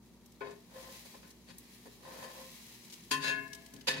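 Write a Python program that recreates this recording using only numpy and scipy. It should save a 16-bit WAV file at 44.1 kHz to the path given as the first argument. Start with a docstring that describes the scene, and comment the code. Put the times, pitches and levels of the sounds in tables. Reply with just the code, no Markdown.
"""An omelette sizzles in a frying pan, close by: steam bubbles burst in the fat, larger pockets spit.
A small kitchen rumbles and hums underneath. A steel spatula knocks on the pan, slides under the egg
twice (the fat hisses up), then clanks and scrapes along the rim with its blade ringing freely.
Each contact is stick-slip noise through the pan's resonances plus the ringing modes of the steel."""
import sys
import numpy as np
from scipy import signal
from scipy.fft import rfft, irfft
from scipy.io import wavfile
from scipy.ndimage import uniform_filter1d

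SR = 44100
rng = np.random.default_rng(int(sys.argv[2]) if len(sys.argv) > 2 else 0)


def to_wav(sig):
    """Store sig (one row per channel, or 1-D mono) as 16-bit WAV at the path in sys.argv[1].

    Samples outside -1..1 are clipped; the rate is SR.
    """
    pcm = np.clip(np.atleast_2d(sig), -1, 1) * 32767
    pcm = np.round(pcm).astype(np.int16)
    wavfile.write(sys.argv[1], SR, pcm.T)  # frames by channels


N = 176400

# frying loudness: t/s, level/dB
SIZZLE_LEVEL = [(0, -67), (.25, -68), (.68, -64), (.8, -54), (.95, -53.5), (1.08, -55), (1.25, -59.5),
                (1.4, -66), (1.55, -62.5), (1.75, -58), (1.9, -60), (2.0, -62.5), (2.1, -55), (2.45, -53),
                (2.8, -55), (3.1, -58), (3.65, -61), (4, -65)]
# frying spectrum: f/Hz, relative level/dB
SIZZLE_SPECTRUM = [(250, -22), (600, -18), (950, -2.5), (1300, -13.5), (1900, -1), (3000, -0.5), (4300, 2),
                   (6300, 1.5), (8000, -3), (12000, -3.5), (15500, -6.5)]
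# appliance rumble: f/Hz, relative level/dB
RUMBLE_SPECTRUM = [(20, -27), (42, -33.5), (56, -4), (85, -17), (115, -4), (150, -6), (195, 1), (260, -8),
                   (370, -7.5), (520, -16.5), (700, -20), (1000, -20.5), (1400, -27.5), (6000, -50.5)]
# mains hum: f/Hz, level/dB
HUM_LINES = [(59.5, -71.5), (119, -78), (238, -65.5)]
# spits of fat: t/s, gain/dB, centre f/Hz, hold/s
SPIT_EVENTS = [(0.259, -58, 7000, .004), (0.319, -62, 5870, 0.0045), (0.508, -61, 4600, 0.0053),
               (1.275, -60, 7000, .005), (1.304, -56, 5760, 0.0078), (1.582, -47.5, 11900, 0.0034),
               (2.325, -69, 3480, .006), (2.663, -57, 6000, .006), (2.847, -58, 6000, .008),
               (2.898, -53, 4460, 0.011), (2.924, -48.5, 4840, 0.017), (3.035, -59.5, 5500, .004),
               (3.477, -59, 5970, 0.0043), (3.531, -43, 4600, 0.0037), (3.547, -49, 5660, 0.0059),
               (3.661, -52, 4800, 0.0043), (3.736, -51.5, 6460, .005), (3.762, -52, 3960, 0.0026),
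               (3.809, -52.5, 3600, 0.0068)]
# edge on rim, tip into base, flat on base, edge along rim, flat under egg
CONTACT_KINDS = ("clank", "jab", "slap", "scrape", "slide")
CONTACT_BANDS_HZ = (220, 700, 3200, 12000)
# spatula blows: kind, t/s, rise/s, hold/s, t60/s, gain/dB at each of CONTACT_BANDS_HZ,
# ring gain/dB, share of free ring time, left-right/dB
SPATULA_BLOWS = [("slap", .404, .004, 0.01, 0.21, -42.5, -37.5, -49.5, -71, 3.2, 0.37, 3.5),
                 ("slap", .504, 0.0037, .008, .1, -53, -50, -56.5, -66, -8, .4, 4),
                 ("slide", .746, 0.0092, 0.0079, 0.11, -54, -54.5, -64.5, -72, 3, 0.26, 2),
                 ("slap", 1.046, .008, 0.0089, 0.072, -56, -53, -57, -51, -12, 0.27, 1),
                 ("slap", 1.135, 0.0061, 0.0079, 0.092, -46, -47, -59, -66, -13.5, 0.22, 1),
                 ("slap", 1.226, .004, 0.0073, 0.31, -61, -52.5, -56, -74, -9.5, 0.43, 1),
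                 ("slap", 1.855, 0.0022, 0.016, .07, -37, -47, -61.5, -57, -16, 0.38, 1),
                 ("clank", 3.105, 0.0069, 0.0029, 0.19, -33, -37, -27.5, -31, 2.3, 0.6, 4.2),
                 ("jab", 3.867, 0.01, 0.0092, 0.19, -31, -32.5, -22.5, -34, -5.5, 0.49, -1.1)]
# spatula drags: columns as SPATULA_BLOWS
SPATULA_DRAGS = [("slide", 0.441, 0.018, .04, 0.14, -36.5, -41.5, -55.5, -66.5, -11, 0.34, 3.2),
                 ("slide", 0.656, 0.091, .14, 0.45, -51, -47, -60.5, -63, -5, 0.73, 2.2),
                 ("scrape", 1.46, 0.034, .01, .12, -33, -54, -47.5, -58.5, -21, .3, 6),
                 ("slide", 1.963, 0.093, 0.23, 0.49, -46, -44.5, -58, -70, -7.5, 0.72, 1.1),
                 ("slide", 2.15, 0.0964, 0.0051, 0.046, -49, -43.5, -51, -48.5, -5, 0.45, 4),
                 ("slide", 2.32, 0.036, 0.061, 0.17, -50, -50, -69, -67, -0.71, 0.81, 3.5),
                 ("scrape", 3.185, 0.055, 0.06, 0.22, -36, -42, -31.5, -44, 2, 1, 3.6),
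                 ("scrape", 3.71, 0.013, 0.033, 0.24, -38.5, -61.5, -69.5, -79, -1.5, 0.59, 1),
                 ("jab", 3.89, 0.043, 0.084, 0.51, -33, -49, -41, -60, 0, 0.81, 0)]
# damped pan resonances: f/Hz, width/Hz, peak gain/dB
PAN_RESONANCES = [(530, 58, 9), (609, 70, 2), (937, 72, 8.5), (1046, 49, 12.5), (1540, 33, 6),
                  (1758, 39, 12), (1903, 35, 11.5), (2340, 16, 3), (2530, 89, 9), (2910, 83, 6.5),
                  (3390, 87, 5), (3800, 200, 3.5), (4186, 100, 7), (4570, 170, 10), (5240, 40, 7),
                  (6500, 280, 7)]
# ringing modes of blade and pan: f/Hz, gain/dB for each of CONTACT_KINDS,
# free t60/s, left-right/dB, left lead/rad
RING_MODES = [(146, -15, -13, -24, -20, -25, 0.97, 3, 0.37),
              (271.6, -11.5, -13, -14.5, -11, -22, .9, 8, -.1),
              (409.8, -14, -12, -2.5, -13.5, -25, 1.02, 7.5, -1.1),
              (524, -26, -2, -14, -41, 3.5, 0.37, 1.5, -0.47),
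              (668, -32, -21.5, -20, -15, -18.5, 1.32, 6.5, 0.32),
              (1040, -4, -14, -9.5, -6, -5, .62, 12, 0.12),
              (1481, -11.5, -24, -8, -8, -18, 0.43, 12.5, -0.57),
              (1690, -19.5, -15, -13, 0, -18, 0.67, 14, -1.66),
              (1749, -7.5, -2.5, -12, -5, -8, 0.56, 0.5, 1),
              (1947, -21.5, -11.5, -22, -30, -10, 0.56, -2, 0.74),
              (2170, -37, -25.5, -19, -21, -23, 0.81, 23, 0.69),
              (2295, -31, -25, -8, -30, -31, 0.31, -2, -0.15),
              (2532, -17, -9.5, -10.5, -13, -28, 0.47, 10, -1.73),
              (2695, -10.5, -20, -22, -5, -20, 0.52, 1, -1.77),
              (3155, -12.5, -24, -11.5, -15.5, 0, 0.24, 9, 0.95),
              (3334, -12, -23, -20, -31, -25, 0.15, 8, -0.48),
              (3580, -24, -8.5, -29, -12.5, -20, 0.11, 12, -0.41),
              (4035, -19, -13, -34, -9.5, -16, 0.16, 6, 0.66),
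              (4710, -10.5, -11, -22, -25, -20, 0.1, 10, 0),
              (6580, -17, -30, -19, -10.5, -13, 0.14, 9, 0.67)]

TOP_HZ = 15800
LN_1000 = np.log(1000)  # 60 dB
TIME_S = np.arange(N) / SR
SIDE_SIGN = np.array([[1], [-1]])


def amp(db):
    """Decibels to gain."""
    return 10 ** (np.asarray(db) / 20)


def unit_rms(x):
    """Scale to rms 1."""
    return x / np.sqrt(np.mean(x ** 2))


def spectrum_db(hz, points):
    """Interpolate (f/Hz, level/dB) points over log frequency."""
    points_hz, points_db = np.array(points, float).T
    return np.interp(np.log(hz + 1), np.log(points_hz), points_db)


def shape(x, gain, size=4096):
    """Minimum-phase filter with magnitude gain(f/Hz)."""
    cepstrum = irfft(np.log(gain(np.fft.rfftfreq(size, 1 / SR)) + 1e-7))
    cepstrum[1:size // 2] *= 2
    cepstrum[size // 2 + 1:] = 0
    impulse = irfft(np.exp(rfft(cepstrum)))
    return signal.oaconvolve(x, impulse[None], axes=-1)[:, :x.shape[1]]


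def waver(rate_hz):
    """Smooth random motion, spread near 1."""
    step = int(SR / rate_hz)
    return uniform_filter1d(np.repeat(rng.standard_normal(N // step + 1), step), step)[:N]


def grains(per_s, spread_db, alike_below_hz=490):
    """Dense uneven stereo clicks: alike in the bass, unrelated in the treble."""
    fires = rng.random(N) < per_s / SR
    size = fires * amp(spread_db * np.minimum(rng.exponential(size=N), 5))
    mid, side = (unit_rms(size * rng.standard_normal((1, N))) for _ in range(2))
    coherence = lambda f: .9 / (1 + (f / alike_below_hz) ** 2)
    mid = shape(mid, lambda f: np.sqrt(1 + coherence(f)))
    side = shape(side, lambda f: np.sqrt(1 - coherence(f)))
    return (mid + side * SIDE_SIGN) / np.sqrt(2)


def balance(left_right_db):
    """Left and right gains."""
    return amp(SIDE_SIGN * left_right_db / 2)


def envelope(start_s, rise_s, hold_s, t60_s):
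    """Quadratic rise, hold, exponential release."""
    age_s = TIME_S - start_s
    release_s = np.maximum(age_s - rise_s - hold_s, 0)
    return np.clip(age_s / rise_s, 0, 1) ** 2 * np.exp(-LN_1000 * release_s / t60_s)


def room(x, wet_db, low_t60_s=0.43, treble_t60_s=0.11):
    """Add reflections off hob and walls; treble dies first."""
    t = np.arange(SR // 2) / SR
    noise = rng.standard_normal((2, len(t)))
    low = signal.sosfilt(signal.butter(2, 3000, fs=SR, output="sos"), noise)
    tail = low * np.exp(-LN_1000 * t / low_t60_s) + (noise - low) * np.exp(-LN_1000 * t / treble_t60_s)
    return x + amp(wet_db) * signal.fftconvolve(x, unit_rms(tail) / np.sqrt(len(t)), axes=-1)[:, :N]


def sizzle():
    """Tiny steam bubbles burst in the fat, louder where wet egg meets hot metal."""
    bubbles = grains(per_s=7000, spread_db=2.5)
    hiss = shape(bubbles, lambda f: amp(spectrum_db(f, SIZZLE_SPECTRUM)))
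    hiss = unit_rms(room(hiss, wet_db=1.5))
    level_db = np.interp(TIME_S, *np.array(SIZZLE_LEVEL).T) + 1.1 * waver(rate_hz=24.5)
    return hiss * amp(level_db) * balance(2.1)


def appliances(rumble_db=-61.5, side_db=-10):
    """Low rumble and mains hum of the kitchen's appliances."""
    noise = rng.standard_normal((2, N))
    mid, side = unit_rms(shape(noise, lambda f: amp(spectrum_db(f, RUMBLE_SPECTRUM))))
    out = amp(rumble_db) * (mid + amp(side_db) * side * SIDE_SIGN)
    for hz, db in HUM_LINES:
        phase_rad = 2 * np.pi * (hz * TIME_S + rng.random()) + 0.37 * waver(rate_hz=5.6)
        out += amp(db) * np.sqrt(2) * np.sin(phase_rad)
    return out


def spits(half_width_oct=0.87):
    """Larger steam pockets burst in short sprays."""
    out = np.zeros((2, N))
    spray = grains(per_s=14000, spread_db=1.3)
    for start_s, db, centre_hz, hold_s in SPIT_EVENTS:
        burst = spray * envelope(start_s, rise_s=0.00078, hold_s=hold_s, t60_s=0.018)
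        band = lambda f: 1.62 / np.sqrt(1 + (np.log2((f + 1) / centre_hz) / half_width_oct) ** 4)
        out += amp(db) * shape(burst, band)
    return room(out, wet_db=-4) * balance(2.0)


def pan_body(hz, overtones=56, from_hz=2600, overtone_db=10, low_cut_hz=125, high_cut_hz=12900):
    """Pan gain: damped resonances times the thin steel's crowd of narrow overtones."""
    peak = lambda centre_hz, width_hz: 1 / (1 + ((hz - centre_hz) / (width_hz / 2)) ** 2)
    broad = 0.53 + sum(amp(db) ** 2 * peak(f, width_hz) for f, width_hz, db in PAN_RESONANCES)
    offsets, strengths = rng.random(size=(overtones, 2)).T
    overtones_hz = from_hz + (np.arange(overtones) + offsets) / overtones * (TOP_HZ - from_hz)
    crowd = sum(2 * strength * peak(f, width_hz=45) for f, strength in zip(overtones_hz, strengths))
    fine = 1 + amp(overtone_db) ** 2 * crowd
    fine = np.where(hz > from_hz, fine / np.mean(fine[(hz > from_hz) & (hz < TOP_HZ)]), 1)
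    rolloff = (1 + (low_cut_hz / (hz + 1)) ** 8) * (1 + (hz / high_cut_hz) ** 16)
    return np.sqrt(broad * fine / rolloff)


def spatula_friction(contacts, flutter_db=2.5):
    """Steel sticks and slips in fine grains, coloured by the pan."""
    slips = grains(per_s=12000, spread_db=1.9)
    friction = unit_rms(slips * amp(flutter_db * waver(rate_hz=110)))
    chatter = np.zeros((2, N))
    for _, start_s, rise_s, hold_s, t60_s, *bands_db, _, _, left_right_db in contacts:
        force = envelope(start_s, rise_s, hold_s, t60_s)
        colour = list(zip(CONTACT_BANDS_HZ, bands_db))
        chatter += balance(left_right_db) * shape(friction * force, lambda f: amp(spectrum_db(f, colour)))
    return room(shape(chatter, pan_body, size=16384), wet_db=-11.5)


def steel_ring(contacts, waver_depth=0.41):
    """Contacts feed energy to the modes of blade and pan; damping by the egg shortens the ring."""
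    energies = np.zeros((len(RING_MODES), N))
    for kind, start_s, rise_s, hold_s, t60_s, *bands_db, ring_db, free_share, _ in contacts:
        force = envelope(start_s, rise_s, hold_s, t60_s)
        feed = force ** 4 / np.sum(force ** 4) + 1e-18
        colour = list(zip(CONTACT_BANDS_HZ, bands_db))
        for energy, (hz, *kinds_db, free_t60_s, _, _) in zip(energies, RING_MODES):
            retained = np.exp(-2 * LN_1000 / (free_t60_s * free_share * SR))
            drive_db = ring_db + kinds_db[CONTACT_KINDS.index(kind)] + spectrum_db(hz, colour)
            energy += signal.lfilter([1], [1, -retained], feed) * amp(drive_db) ** 2
    out = np.zeros((2, N))
    for energy, (hz, *_, left_right_db, lead_rad) in zip(energies, RING_MODES):
        phase_rad = 2 * np.pi * (hz * TIME_S + rng.random()) + waver_depth * waver(rate_hz=70)
        amplitude = np.sqrt(2 * energy) * (1 + waver_depth * waver(rate_hz=50))
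        out += amplitude * balance(left_right_db) * np.sin([phase_rad + lead_rad, phase_rad])
    return out


def scene():
    """Frying and spatula over the appliances."""
    contacts = SPATULA_BLOWS + SPATULA_DRAGS
    return sizzle() + spits() + spatula_friction(contacts) + steel_ring(contacts) + appliances()


def record(dry):
    """Steep low-pass at TOP_HZ."""
    return signal.sosfilt(signal.ellip(10, .2, 80, TOP_HZ, fs=SR, output="sos"), dry)


dry = scene()
out = record(dry)
to_wav(out)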